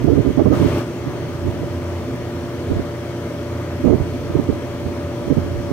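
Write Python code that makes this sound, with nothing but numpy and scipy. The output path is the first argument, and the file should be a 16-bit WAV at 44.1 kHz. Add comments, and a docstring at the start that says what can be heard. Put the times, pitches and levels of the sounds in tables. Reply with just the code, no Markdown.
"""Hard puffs of light wind buffet the right port of a small recorder at once, then return in looser groups.
Behind them air-conditioning units run on a flat roof: filtered noise for rushing air, sines for the
throbbing fan blades, the compressor's whine and the motors' hum. Early on the recorded level of the
background swells briefly. The wind is shaped noise plus rough tones; short whistles and small ticks
join it, and a limiter turns down the peaks."""
import sys
import numpy as np
from scipy import signal
from scipy.fft import rfft, irfft, next_fast_len
from scipy.io import wavfile
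from scipy.ndimage import uniform_filter1d, minimum_filter1d, map_coordinates

SR = 44100
rng = np.random.default_rng(int(sys.argv[2]) if len(sys.argv) > 2 else 0)


def persist_wave(psi):
    """Save psi, clipped to +-1, as 16-bit WAV."""
    counts = np.round(np.clip(psi, -1, 1) * 32767).astype(np.int16)
    wavfile.write(sys.argv[1], SR, np.atleast_2d(counts).T)


N = 252252


def amp(db):
    """Decibels to gain."""
    return 10 ** (np.asarray(db) / 20)


def unit(x):
    """Scale to rms 1."""
    return x / np.sqrt(np.mean(x ** 2) + 1e-20)


def seconds():
    """Time of every sample."""
    return np.arange(N) / SR


def over_time(points):
    """Read (s, value) points at every sample."""
    return np.interp(seconds(), *np.transpose(points))


def along(points, hz):
    """Read (Hz, value) points on a log frequency axis."""
    f, v = np.transpose(points)
    return np.interp(np.log(hz + 1), np.log(f + 1), v)


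def wobble(rate_hz):
    """Smooth random curve with rate_hz knots a second."""
    knots = rng.standard_normal(int(N * rate_hz / SR) + 4)
    return map_coordinates(knots, [seconds() * rate_hz])


def filtered(x, response):
    """Multiply the spectrum of x by a response of frequency."""
    m = next_fast_len(N + SR // 2)
    hz = np.fft.rfftfreq(m, 1 / SR)
    return irfft(rfft(x, m) * response(hz), m)[..., :N]


def tone(hz, level_db, drift_rad, flutter_db):
    """Machine tone whose phase and strength waver in the moving air."""
    phase = 2 * np.pi * (hz * seconds() + rng.random()) + drift_rad * wobble(3.0)
    return np.sqrt(2) * amp(level_db + flutter_db * wobble(5.05)) * np.sin(phase)


def wandering(hz, spread, flutter_db):
    """Rough tone of rms 1: pitch and strength change within a few cycles."""
    wandering_hz = hz * np.exp(spread * wobble(170))
    phase = 2 * np.pi * (np.cumsum(wandering_hz) / SR + rng.random())
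    return unit(amp(flutter_db * wobble(130)) * np.sin(phase))


# Air rushing through fans and coils. Each row: frequency in Hz, density in dB per Hz before level_db.
AIR_SPECTRUM = [(20,-81),(45,-75),(75,-57.5),(160,-53),(195,-63.5),(220,-60.5),(250,-51.5),(350,-56.5),(450,-57),(560,-61.5),(660,-61.5),(760,-67.5),(970,-68),(1070,-71),(1200,-68),(1450,-72),(2200,-76),(4500,-81.5),(15500,-96.5)]
# Likeness of the rush at the two ports. Each row: frequency in Hz, coherence.
PORT_COHERENCE = [(60,0.94),(300,0.96),(640,0.91),(1400,0.72),(2100,0.46),(5000,0.24),(7500,.02)]


def air_rush(level_db, patchy_db):
    """Turbulent fan air: alike at both ports in the bass, nearly unrelated in the treble."""
    z = signal.stft(rng.standard_normal((2, N)), nperseg=512)[2]
    # strength varies in smooth patches of frequency and time
    patches = uniform_filter1d(rng.standard_normal(z.shape[1:]), size=6, axis=0)
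    patches = unit(uniform_filter1d(patches, size=16, axis=1))
    pair = signal.istft(z * amp(patchy_db * patches), nperseg=512)[1][:, :N]

    def mid_side_response(hz):
        # mid and side shares cos and sin give the ports a coherence of cos(2 * angle)
        angle = np.arccos(along(PORT_COHERENCE, hz)) / 2
        return amp(along(AIR_SPECTRUM, hz)) * np.array([np.cos(angle), np.sin(angle)])

    mid, side = filtered(pair, mid_side_response)
    return amp(level_db) * np.sqrt(SR / 2) * np.array([mid + side, mid - side])


MAINS_HZ = 60.03
# Magnetic hum. Each row: multiple of the mains rate, level in dB rms before flutter and ports.
MAINS_HUM = [(2, -34), (4, -47.5), (6, -47.5), (10, -40.5)]


def motor_hum():
    """Motor magnetism hums at even multiples of the mains rate."""
    return sum(tone(k * MAINS_HZ, db, drift_rad=0.082, flutter_db=0.5) for k, db in MAINS_HUM)


SHAFT_HZ = 57.63
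# Compressor tones. Each row: multiple of the shaft rate, starting level in dB rms before flutter
# and ports, growth in dB per s.
COMPRESSOR_TONES = [(6, -33, -0.29), (10, -37.5, 0.82), (12, -50.5, 0.5), (17, -55, 0), (18, -58.5, 0),
                    (21, -53, -2.2), (29, -64, 0), (38, -59.5, -0.2)]


def compressor():
    """The shaft turns a little slower than the mains and whines at its multiples."""
    whine = np.zeros(N)
    for k, start_db, db_per_s in COMPRESSOR_TONES:
        level_db = start_db + db_per_s * seconds()
        whine += tone(k * SHAFT_HZ, level_db, drift_rad=0.054, flutter_db=0.95)
    return whine


FAN_HZ, THROB_FLICKER_DB = 88.3, 2.5  # blade-passing rate, quick flicker in the turbulent air
# Blade tone as the fans drift in and out of step. Each row: time in s, level in dB rms before flicker and ports.
THROB_LEVELS = [(0.1, -40), (0.25, -46), (0.38, -31), (0.72, -33), (0.9, -44), (1.07, -33), (1.2, -40),
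                (1.42, -27.5), (1.67, -37.5), (1.78, -29.5), (2.0, -29), (2.22, -43), (2.38, -34),
                (2.52, -38), (2.68, -27.5), (2.83, -32), (2.95, -39), (3.22, -34), (3.33, -35),
                (3.5, -28.5), (3.95, -37), (4.08, -31), (4.25, -29.5), (4.42, -34), (4.55, -32),
                (4.75, -35.5), (5.06, -29.5), (5.18, -46), (5.42, -27), (5.7, -35)]
# Steady overtones of the blades. Each row: frequency in Hz, level in dB rms before flutter and ports.
BLADE_OVERTONES = [(165, -51), (176.5, -46), (233, -48), (258, -55)]


def fans(drift_rad):
    """The blade tone throbs along its level curve, with mostly weaker overtones above."""
    throb = tone(FAN_HZ, over_time(THROB_LEVELS), drift_rad, flutter_db=-0.3)
    throb *= amp(THROB_FLICKER_DB * wobble(21.97))
    overtones = sum(tone(hz, db, drift_rad=0.55, flutter_db=3.0) for hz, db in BLADE_OVERTONES)
    return throb + overtones


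# Colour of the left microphone port. Each row: frequency in Hz, gain in dB.
LEFT_PORT_COLOUR = [(800, -1), (2200, 1.5), (2700, -2.5), (3200, 2.5), (3800, -4.5), (4250, 0.5),
                    (5000, -2), (5650, 3.5), (6100, 0), (6600, 4.5), (7700, -19), (8600, -14), (10400, -4),
                    (11500, -3.5), (12700, 3), (13400, -0.5), (14200, 7), (14850, 1), (15500, 3)]
# Colour of the right microphone port. Each row: frequency in Hz, gain in dB.
RIGHT_PORT_COLOUR = [(100, -0.5), (200, 0.5), (350, -0.5), (600, -5.5), (950, 0), (1650, -4), (2200, -1.5),
                     (4500, -5), (6500, -9), (7500, -2), (8200, 1.5), (9000, -1), (9900, 1), (10600, -4),
                     (12200, -2.5), (14000, -17)]


def ports(x, lead_ms):
    """Each port colours the sound, which reaches the left one slightly earlier."""
    def response(hz):
        half_lead = np.pi * hz * lead_ms / 1000
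        shift = np.exp(1j * half_lead * np.array([[1], [-1]]))
        return amp([along(LEFT_PORT_COLOUR, hz), along(RIGHT_PORT_COLOUR, hz)]) * shift

    return filtered(x, response)


SWELL_START_S, SWELL_END_S, SWELL_RISE_S, SWELL_FALL_S, SWELL_DB = 0.512, 0.854, 0.017, 0.06, 6.5


def swell():
    """Level of the background: jumps up, holds for about a quarter of a second, sinks back."""
    t = seconds()
    rise = (t - SWELL_START_S) / SWELL_RISE_S
    fall = (SWELL_END_S - t) / SWELL_FALL_S
    return amp(SWELL_DB * np.clip(np.minimum(rise, fall), 0, 1))


# Small ticks of wires and terminals under the fingers. Each row: start in s, peak in dB before colouring.
WIRE_TICKS = [(0.042, -31), (0.783, -27), (2.161, -31), (3.43, -36), (3.85, -31), (4.439, -32)]
# Colour of the ticks. Each row: frequency in Hz, gain in dB.
TICK_SPECTRUM = [(1000, -30), (3500, -9), (6000, 2), (15000, -3)]
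TICK_T60_S = 0.01


def wires():
    """Each tick is a tiny bright noise crack with a steep exponential decay."""
    strength = np.zeros(N)
    for start_s, db in WIRE_TICKS:
        t = seconds() - start_s
        strength += (t >= 0) * amp(db - 60 * np.abs(t) / TICK_T60_S)
    noise = rng.uniform(-1, 1, (2, N))
    return filtered(strength * noise, lambda hz: amp(along(TICK_SPECTRUM, hz)))


# Whistles at the right port. Each row: centre in s, length in s, mean pitch in Hz, level at the centre in dB.
PORT_WHISTLES = [(0.082, 0.019, 660, -19), (0.259, 0.018, 680, -31), (0.401, 0.014, 800, -16.5),
                 (0.534, 0.022, 1205, -19), (0.633, 0.012, 980, -25)]


def whistles():
    """Air whistles for an instant across the edge of the right port."""
    right = np.zeros(N)
    for centre_s, length_s, hz, db in PORT_WHISTLES:
        envelope = np.exp(-(2 * (seconds() - centre_s) / length_s) ** 2)
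        right += amp(db) * envelope * wandering(hz, spread=0.04, flutter_db=2.5)
    return np.array([np.zeros(N), right])


# Puffs on the exposed right port. Each row: centre in s, length in s, pressure in dB, eddy pitch in Hz,
# rasp in dB and thud in dB relative to the pressure.
WIND_PUFFS = [(0.049, 0.015, -7, 268.3, -19.5, -16), (0.083, 0.021, -1, 309.6, -16, -23),
              (0.107, 0.015, -7, 363.7, -28, -26), (0.129, 0.02, -6, 300.7, -25, -21),
              (0.174, 0.033, -8, 279.8, -13, -20), (0.203, 0.018, -8, 144.4, -32, -28),
              (0.261, 0.022, -15, 289.2, -12, -14), (0.29, 0.039, -12, 255, -26, -7),
              (0.383, 0.016, -7, 289, -10, -20), (0.4, 0.018, -4, 260.5, -5.5, -14),
              (0.417, 0.016, -5, 370.3, -20, -28), (0.471, 0.031, -3.5, 179.5, -11.5, -13),
              (0.513, 0.019, -3.5, 309.5, -19, -11), (0.533, 0.02, 0, 308.6, -11, -20),
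              (0.57, 0.025, -17, 220.5, -18, -13), (0.616, 0.033, -10, 260.4, -22, -15),
              (0.656, 0.029, -7, 289.2, -18, -10), (1.074, 0.03, -22, 299.2, -18, -21),
              (1.475, 0.06, -19, 250.6, -30, -8), (1.628, 0.039, -24.5, 250.1, -16, -3),
              (2.717, 0.028, -13.5, 281, -18, -6), (2.768, 0.016, -18, 230.2, -20, -8),
              (2.798, 0.017, -16.5, 231.4, -20, -11), (3.856, 0.025, -8.5, 308, -14, -24),
              (3.879, 0.018, -7, 224.8, -11, -10), (3.904, 0.024, -7, 296, -15.5, -11),
              (3.931, 0.021, -2, 294, -14.5, -22), (3.956, 0.02, -10, 199.4, -19, -13),
              (4.015, 0.03, -16.5, 170.6, -20, -2), (4.307, 0.013, -19, 198.8, -24, -27),
              (4.361, 0.03, -10.5, 288.5, -19.5, -26), (4.396, 0.015, -10, 272.9, -13, -24),
              (4.498, 0.018, -10.5, 274.5, -25, -24), (4.527, 0.0062, -14.5, 250, -22, -16),
              (4.866, 0.012, -18.5, 282.7, -22, -14), (5.279, 0.015, -18, 221, -25, -18),
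              (5.317, 0.027, -4.5, 280.8, -15.5, -15), (5.38, 0.022, -9.5, 200, -23, -7),
              (5.578, 0.039, -30, 199.7, -23, 2), (5.715, 0.011, -10, 258.7, -30, -23)]
# Light breeze under the puffs. Each row: time in s, pressure in dB.
BREEZE_PRESSURE = [(0, -21.5), (.65, -39), (.85, -41), (1.05, -36), (1.5, -33), (1.95, -36.5), (2.5, -39),
                   (3.149, -44), (3.75, -39), (4.05, -30.5), (4.5, -34), (5.1, -39), (5.45, -24.5),
                   (5.7, -31)]
# Deep rumbles that reach the sheltered left port. Each row: centre in s, length in s, pressure in dB.
LEFT_RUMBLES = [(1.57, 0.092, -34), (2.79, 0.062, -27), (3.937, 0.11, -36)]
CALM_PITCH_HZ, CALM_RASP_DB, CALM_THUD_DB = 270.1, -20, -6
# slower air around each puff; its level follows half the puff's dB
WAKE_DB, WAKE_RISE_S, WAKE_FALL_S = -16.5, 0.024, 0.053
LEE_BREEZE_DB, LEE_WAKE_DB = -53, -20  # left port: own breeze, share of the wakes


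def pressure(edge):
    """Wind pressure per port from puffs, wakes and breeze, with eddy pitch and shares of rasp and thud."""
    now = seconds()

    def plateau(centre_s, length_s):
        return 1 / (1 + np.abs(2 * (now - centre_s) / length_s) ** edge)

    puffs, wakes, pitch_hz = np.zeros(N), np.zeros(N), np.full(N, CALM_PITCH_HZ)
    rasp, thud = np.full(N, amp(CALM_RASP_DB)), np.full(N, amp(CALM_THUD_DB))
    for centre_s, length_s, db, hz, rasp_db, thud_db in WIND_PUFFS:
        shape = plateau(centre_s, length_s)
        puffs += amp(db) * shape
        # each puff pulls pitch and shares towards its own
        pitch_hz += shape * (hz - pitch_hz)
        rasp += shape * (amp(rasp_db) - rasp)
        thud += shape * (amp(thud_db) - thud)
        wake_s = np.where(now < centre_s, WAKE_RISE_S, WAKE_FALL_S)
        wake = np.exp(-np.abs(now - centre_s) / wake_s)
        wakes = np.maximum(wakes, amp(WAKE_DB + db / 2) * wake)
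    rumbles = sum(amp(db) * plateau(centre_s, length_s) for centre_s, length_s, db in LEFT_RUMBLES)
    left = rumbles + amp(LEE_WAKE_DB) * wakes + amp(LEE_BREEZE_DB)
    right = np.sqrt(puffs ** 2 + wakes ** 2 + amp(over_time(BREEZE_PRESSURE)) ** 2)
    return left, right, pitch_hz, rasp, thud


def eddies(spectrum, knee_hz, steady):
    """Eddy pressure of rms 1: low-passed noise, its strength evened out by steady (0 to 1)."""
    noise = rng.standard_normal(N)
    x = unit(filtered(noise, lambda hz: amp(along(spectrum, hz)) / np.hypot(1, hz / knee_hz)))
    strength = np.sqrt(np.abs(uniform_filter1d(x ** 2, size=500)) + 1e-3)
    return unit(x / strength ** steady)


# Broad buffeting of a port. Each row: frequency in Hz, relative density in dB.
BUFFET_SPECTRUM = [(20, -41), (45, -27), (80, 3.5), (140, 5), (190, -1.5), (290, 5), (430, 1.5), (600, -14),
                   (1000, -47), (1600, -55), (4000, -66), (9000, -87)]
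# Rasp of fine eddies, strongest in hard puffs. Each row: frequency in Hz, relative density in dB.
RASP_SPECTRUM = [(200, -13), (400, 4.5), (620, 2), (860, -8), (1200, -15), (1600, -27.5), (3500, -41),
                 (7000, -51)]
# Thud of the largest eddies. Each row: frequency in Hz, relative density in dB.
THUD_SPECTRUM = [(15, -44), (30, -17), (50, 0), (70, 4), (140, -13), (500, -70), (2000, -110)]
SHEDDING_DB, LEE_THUD_DB = -1, -3  # pitched shedding and left thud, both relative to buffeting


def wind(bright_db, spurt_db):
    """Faster air makes smaller eddies, shed at a rough pitch, so strong puffs are brighter and firmer."""
    left, right, pitch_hz, rasp, thud = pressure(edge=6.23)
    fast = right ** 2 / (right ** 2 + amp(bright_db) ** 2)
    shedding = amp(SHEDDING_DB) * wandering(pitch_hz, spread=0.12, flutter_db=2.5)
    strong = unit(eddies(BUFFET_SPECTRUM, knee_hz=1500, steady=0.46) + shedding)
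    weak = eddies(BUFFET_SPECTRUM, knee_hz=207, steady=0.59)
    exposed = np.sqrt(fast) * strong + np.sqrt(1 - fast) * weak
    spurts = amp(spurt_db * wobble(110))
    exposed += rasp * spurts * eddies(RASP_SPECTRUM, knee_hz=4000, steady=0.41)
    exposed += thud * eddies(THUD_SPECTRUM, knee_hz=200, steady=0.51)
    # the sheltered port catches mainly slow, deep eddies
    sheltered = eddies(BUFFET_SPECTRUM, knee_hz=35, steady=0.68)
    sheltered += amp(LEE_THUD_DB) * eddies(THUD_SPECTRUM, knee_hz=200, steady=0.4)
    return np.array([left * sheltered, right * exposed])


def scene():
    """Background as both ports hear it, the wires, and the wind on the ports."""
    machines = air_rush(level_db=0.64, patchy_db=0.99) + fans(drift_rad=0.57) + compressor() + motor_hum()
    background = swell() * ports(machines, lead_ms=0.078)
    return background + wires() + whistles() + wind(bright_db=-15.0, spurt_db=3.0)


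CEILING, TOP_HZ = 0.88, 15780  # limiter peak before band-limiting, upper band limit


def limiter(x):
    """Turn each channel down just ahead of its peaks and hold it for a moment."""
    need = np.minimum(1, CEILING / (np.abs(x) + 1e-9))
    held = minimum_filter1d(need, size=440, axis=1)
    return x * uniform_filter1d(held, size=300, axis=1)


def record(dry):
    """The recorder limits the peaks and keeps nothing above its band limit."""
    return filtered(limiter(dry), lambda hz: hz < TOP_HZ)


dry = scene()
out = record(dry)
persist_wave(out)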